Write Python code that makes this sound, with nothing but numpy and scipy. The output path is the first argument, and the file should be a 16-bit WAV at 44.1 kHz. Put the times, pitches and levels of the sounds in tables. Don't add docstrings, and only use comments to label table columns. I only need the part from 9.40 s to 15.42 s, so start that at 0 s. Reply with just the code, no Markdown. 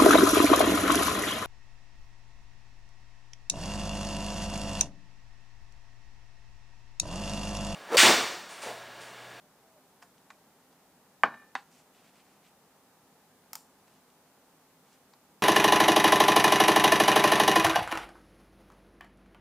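import sys
import numpy as np
from scipy import signal
from scipy.fft import rfft, irfft
from scipy.io import wavfile

SR = 44100
rng = np.random.default_rng(int(sys.argv[2]) if len(sys.argv) > 2 else 0)


def volts_from_db(level):
    exponent = np.asarray(level, float) / 20
    return 10 ** exponent


def unload_wav(signal):
    wavfile.write(
        sys.argv[1],
        SR,
        np.round(np.clip(np.atleast_2d(signal).T, -1, 1) * 32767).astype(np.int16),
    )


N = 265570


def rms_one(x):
    return x / np.sqrt(np.mean(x ** 2) + 1e-20)


def at_hz(points, hz):
    table_hz, values = np.transpose(points)
    return np.interp(np.log(hz), np.log(table_hz), values)


def band(x, low_hz, high_hz):
    sos = signal.butter(2, [low_hz, high_hz], "band", fs=SR, output="sos")
    return signal.sosfilt(sos, x)


def low_pass(x, order, cutoff_hz):
    return signal.sosfilt(signal.butter(order, cutoff_hz, fs=SR, output="sos"), x)


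def resonance(x, hz, width_hz):
    r = np.exp(-np.pi * width_hz / SR)
    gain = (1 - r * r) / 2
    return signal.lfilter([gain, 0, -gain], [1, -2 * r * np.cos(2 * np.pi * hz / SR), r * r], x)


def coloured(white, spectrum):
    hz = np.maximum(np.fft.rfftfreq(N, 1 / SR), 1)
    return rms_one(irfft(rfft(white) * volts_from_db(at_hz(spectrum, hz)), N))


def add(out, s, sound):
    i = round(s * SR)
    out[i:i + len(sound)] += sound[:N - i]


def hold(start_s, length_s, rise_s, fall_s):
    t = np.arange(N) / SR - start_s
    return np.clip(1 + t / rise_s, 0, 1) * np.exp(-np.maximum(t - length_s, 0) / fall_s)


def body_sound(force, body, blur):
    out = 0
    for k, (hz, width_hz, db) in enumerate(body):
        mode = rms_one(resonance(force, hz, blur * width_hz))
        out = out + (-1) ** k * volts_from_db(db) * np.sqrt(width_hz) * mode
    return out


def strike(events, body, contact_ms, soft_hz, tail_hz, tail_db, tail_tilt_db):
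    settle_share, settle_ms = 0.27, 6.0
    near, far = np.zeros(N), np.zeros(N)
    t = np.arange(4096) / SR
    ms = 1000 * t
    press = np.exp(-(ms / contact_ms) ** 2) + settle_share * np.exp(-ms / settle_ms)

    tilted = [(hz, width, db + tail_tilt_db * np.log2(hz / 1000)) for hz, width, db in body]
    click = 1.0 * (t == 0)
    colour = rms_one(body_sound(low_pass(click, 2, soft_hz), tilted, blur=1.3))
    colour = low_pass(colour, 1, tail_hz)

    for s, peak_db in events:
        force = rng.standard_normal(len(t)) * press
        force[0] = 3.86
        sound = body_sound(low_pass(force, 2, soft_hz), body, blur=0.48)
        sound = volts_from_db(peak_db) * sound / np.abs(sound).max()
        add(near, s, sound)
        add(far, s, volts_from_db(tail_db) * np.sqrt(np.mean(sound ** 2)) * colour)
    return np.array([near, far])


# frequency in Hz, level in dB per Hz.
FAN_SPECTRUM = [(25, -27), (60, -14.5), (110, -11.5), (165, -5.5), (255, -9.5), (310, -9), (450, -5.5),
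                (600, -7.5), (820, -8.5), (1200, -10.5), (1800, -15.5), (2600, -23.5), (5000, -34.5)]
# frequency in Hz, level in dB per Hz.
HISS_SPECTRUM = [(20, -20.5), (60, -15), (150, -2.5), (400, 2), (1000, -1), (3000, 0), (7000, -0.5),
                 (12000, -1.5), (15500, -1.5), (15650, -56.5)]
# frequency in Hz, width in Hz, level in dB over the rest.
ROOM_MODES = [(166.04, 20, -2), (203, 11, 4.5), (255.8, 25, 7.5), (808, 140, -4)]


def background():
    fan_db, hiss_db = -64.5, -67.5
    air, left, right = rng.standard_normal((3, N))
    lifted = air + sum(volts_from_db(db) * resonance(air, hz, width) for hz, width, db in ROOM_MODES)
    fan = volts_from_db(fan_db) * coloured(lifted, FAN_SPECTRUM)
    hiss = volts_from_db(hiss_db) * coloured(np.array([left, right]), HISS_SPECTRUM)
    return fan + hiss


# frequency in Hz, time to fall 60 dB in seconds.
ROOM_T60 = [(200, 0.37), (400, 0.2), (1000, 0.25), (1800, 0.19), (3000, 0.14), (5500, .25), (9000, 0.36),
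            (15000, .16)]


def room(x):
    t = np.arange(SR // 2) / SR
    white = rng.standard_normal((2, len(t)))
    edges_hz = 100 * 2 ** (np.arange(12) * 2 / 3)
    tail = 0
    for k, (low, high) in enumerate(zip(edges_hz[:-1], edges_hz[1:])):
        fade = volts_from_db(-60 * t / at_hz(ROOM_T60, np.sqrt(low * high)))
        tail = tail + fade * band(white[k % 2], low, high)
    tail = tail * np.clip((t - 0.004) / 0.003, 0, 1)
    return signal.fftconvolve(x, tail / np.sqrt(np.sum(tail ** 2)))[:N]


# start in seconds, length in seconds, pitch in Hz, level in dB.
CREAKS = [
    (0.022, 0.055, 604, -72),
    (0.247, 0.12, 655, -69),
    (0.364, .022, 603, -65),
    (0.917, 0.11, 612, -73),
]


def creaks():
    sag_hz_per_s = 100
    out = np.zeros(N)
    for s, length, hz, db in CREAKS:
        t = np.arange(N) / SR - s
        squeak = np.sqrt(2) * np.sin(2 * np.pi * t * (hz - sag_hz_per_s * t / 2))
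        out += hold(s, length, rise_s=0.008, fall_s=0.012) * volts_from_db(db) * squeak
    return out


# start in seconds, length in seconds, low rub in dB, high rub in dB.
RUBS = [
    (2.322, 0.084, -71, -69),
    (2.55, 0.053, -69, -77),
    (2.649, 0.04, -68, -76),
    (2.757, .045, -68, -76),
    (2.857, 0.11, -76.5, -80),
    (3.047, .03, -68.5, -76),
    (4.48, 0.095, -74, -78),
    (5.455, .05, -76.5, -77.5),
    (5.53, 0.013, -69.5, -73),
]


def rubs():
    grains_per_s = 4500
    strength = volts_from_db(1.15 * np.minimum(rng.exponential(1, (2, N)), 5))
    rough = rng.standard_normal((2, N))
    caught = rng.random((2, N)) < grains_per_s / SR
    grains = strength * rough * caught
    low = rms_one(resonance(grains[0], 2380, 1400))
    high = rms_one(band(grains[1], 4400, 8700))
    out = np.zeros(N)
    for s, length, low_db, high_db in RUBS:
        stroke = hold(s, length, rise_s=0.026, fall_s=0.027)
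        out += stroke * (volts_from_db(low_db) * low + volts_from_db(high_db) * high)
    return out


# start in seconds, peak in dB, ring pitch in Hz, dull part in dB.
TICKS = [
    (0.7806, -53, 1950, 7),
    (1.3269, -54.5, 3970, 6),
    (2.3994, -55, 4250, 13),
    (2.8994, -69, 2220, -1),
    (4.4794, -51.5, 2560, 11),
    (4.7012, -56, 2870, 2),
    (5.7354, -48, 4200, 6),
]


def ticks():
    out, t = np.zeros(N), np.arange(2048) / SR
    for s, peak_db, hz, dull_db in TICKS:
        force = rng.standard_normal(len(t)) * np.exp(-t / 0.0037)
        # Hz, width Hz, dB
        body = [(850, 300, dull_db), (2100, 700, dull_db - 8), (hz, 1300, -1), (6500, 4000, -12)]
        sound = body_sound(force, body, blur=0.74)
        add(out, s, volts_from_db(peak_db) * sound / np.abs(sound).max())
    return out


# start in seconds, peak in dB.
TAPS = [
    (0.620, -49),
    (0.6245, -39),
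    (0.631, -46),
]
# frequency in Hz, width in Hz, level in dB.
BENCH_PART = [(710, 55, 11), (1070, 180, 8.5), (1680, 230, 7.5), (3160, 900, -7.5), (4940, 970, -5.5),
              (7460, 2700, -11.5), (12000, 4400, -18)]


def taps():
    return strike(TAPS, BENCH_PART, contact_ms=4.8, soft_hz=12000,
                  tail_hz=15000, tail_db=-10, tail_tilt_db=2.0)


# start in seconds, peak in dB.
RAPS = [
    (0.9028, -37),
    (0.9072, -41),
    (0.9175, -53),
]
# frequency in Hz, width in Hz, level in dB.
LOOSE_PART = [(716, 120, 0.5), (1090, 220, 4), (1590, 420, 0.5), (1940, 190, 0), (2400, 170, 1.5),
              (3600, 1200, -11.5), (6600, 3800, -19)]


def raps():
    return strike(RAPS, LOOSE_PART, contact_ms=3.0, soft_hz=7000,
                  tail_hz=15000, tail_db=-15, tail_tilt_db=3.0)


# start in seconds, peak in dB.
SWITCH = [
    (4.1318, -24),
    (4.1538, -24),
]
# frequency in Hz, width in Hz, level in dB.
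SWITCH_SHELL = [(857, 180, 5), (1265, 210, 3.5), (2080, 1100, -4.5), (5350, 1100, 3), (6360, 550, 1.5),
                (7050, 500, 2.5), (9730, 1200, -2.5), (11700, 1000, -1), (13640, 2100, -1),
                (16000, 1000, -13)]


def switch():
    return strike(SWITCH, SWITCH_SHELL, contact_ms=2.0, soft_hz=17060,
                  tail_hz=16000, tail_db=-11, tail_tilt_db=-0.5)


# frequency in Hz, level in dB, level change in dB per second added
TOOL_MODES = [(1158, -12, -1), (1780, 0.5, -2), (1740, -13.5, -9.5), (2420, -17, 19.5), (2890, -21.5, 5),
              (3849, -20, -5), (11840, -20.5, -300)]


def tool_ring():
    start_s, stop_s, start_db, fade_db_per_s = 1.85, 2.122, -53, 40
    jolt_s, jolt_db, jolt_spread_s = 1.942, 9.5, 0.0049
    damped_s, damped_db = 2.043, -7.5
    waver_db, waver_rad = 1.5, 0.2
    s = np.arange(N) / SR
    t = np.maximum(s - start_s, 0)
    jolt = jolt_db * np.exp(-((s - jolt_s) / jolt_spread_s) ** 2)
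    damping = damped_db * np.clip((s - damped_s) / 0.0064, 0, 1)
    level_db = start_db - fade_db_per_s * t + jolt + damping
    modes = np.zeros(N)
    for hz, db, extra_db_per_s in TOOL_MODES:
        waver = rms_one(resonance(rng.standard_normal(N), 18, 32))
        level = volts_from_db(db + extra_db_per_s * t + waver_db * waver)
        modes += level * np.sin(2 * np.pi * hz * t + waver_rad * waver)
    envelope = hold(start_s, stop_s - start_s, rise_s=0.012, fall_s=0.0066)
    return envelope * volts_from_db(level_db) * np.sqrt(2) * modes


# start in seconds, peak in dB.
BOUNCES = [
    (2.1522, -17.5),
    (2.1572, -30),
    (2.1607, -30),
]
# frequency in Hz, width in Hz, level in dB.
BOARD_EDGE = [(245, 56, -10.5), (615, 450, -11.5), (792, 85, 4.5), (1035, 300, 1.5), (1630, 430, 0),
              (2000, 430, -3), (2420, 140, -17), (2660, 270, -10), (3680, 350, -13), (4500, 550, -18.5),
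              (5500, 1100, -24.5), (6700, 710, -28.5), (7950, 290, -26.5), (12000, 5800, -38.5)]


def bounces():
    return strike(BOUNCES, BOARD_EDGE, contact_ms=1.93, soft_hz=5000,
                  tail_hz=6400, tail_db=-13, tail_tilt_db=3.5)


# start in seconds, peak in dB.
KNOCKS = [
    (1.8348, -5),
    (1.8445, -35),
    (1.8555, -25.5),
    (1.941, -39.5),
]
# frequency in Hz, width in Hz, level in dB.
BOARD = [(140, 25, -29.5), (199, 150, -25), (240, 42, -12), (349, 80, -26), (420, 40, -13.5),
         (504, 170, -14.5), (700, 116, -4.5), (815, 110, -2.5), (1162, 239, 0.5), (1268, 150, -0.5),
         (1540, 250, -0.5), (1792, 170, -13), (2170, 260, -14.5), (2480, 160, -19.5), (2910, 93, -19),
         (3620, 420, -34), (4200, 600, -34.5), (5100, 400, -40.5), (5870, 500, -40), (6300, 1100, -40.5),
         (7298, 1200, -38.5), (9200, 1700, -47), (10514, 1200, -50.5), (12000, 1000, -57)]


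def chatter():
    start_s, gap_s, start_db, fade_db_per_s = 1.866, 0.016, -33.5, 110.5
    gap, weakness = rng.random((12, 2)).T
    t = gap_s * np.cumsum(0.4 + 1.1 * gap)
    peak_db = start_db - fade_db_per_s * t - 6.0 * weakness
    return strike(list(zip(start_s + t, peak_db)), BOARD, contact_ms=1.5, soft_hz=4000,
                  tail_hz=2600, tail_db=-17.5, tail_tilt_db=-2.5)


def knocks():
    return strike(KNOCKS, BOARD, contact_ms=1.3, soft_hz=3512,
                  tail_hz=3580, tail_db=-12.5, tail_tilt_db=-4.5)


def scene():
    near, far = knocks() + bounces() + taps() + raps() + switch() + chatter()
    direct = near + ticks() + tool_ring() + rubs() + creaks()
    tail = room(far)
    uneven = volts_from_db(-32.5) * np.roll(near + tail, 9) * np.array([[1], [-1]])
    return direct + tail + uneven + background()


def band_limit(x):
    return signal.sosfilt(signal.butter(12, 16480, fs=SR, output="sos"), x)


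def record(dry):
    treble_cut = signal.cheby2(12, 70, 16900, fs=SR, output="sos")
    mix = signal.sosfilt(treble_cut, dry)
    return band_limit(mix)


dry = scene()
out = record(dry)
unload_wav(out)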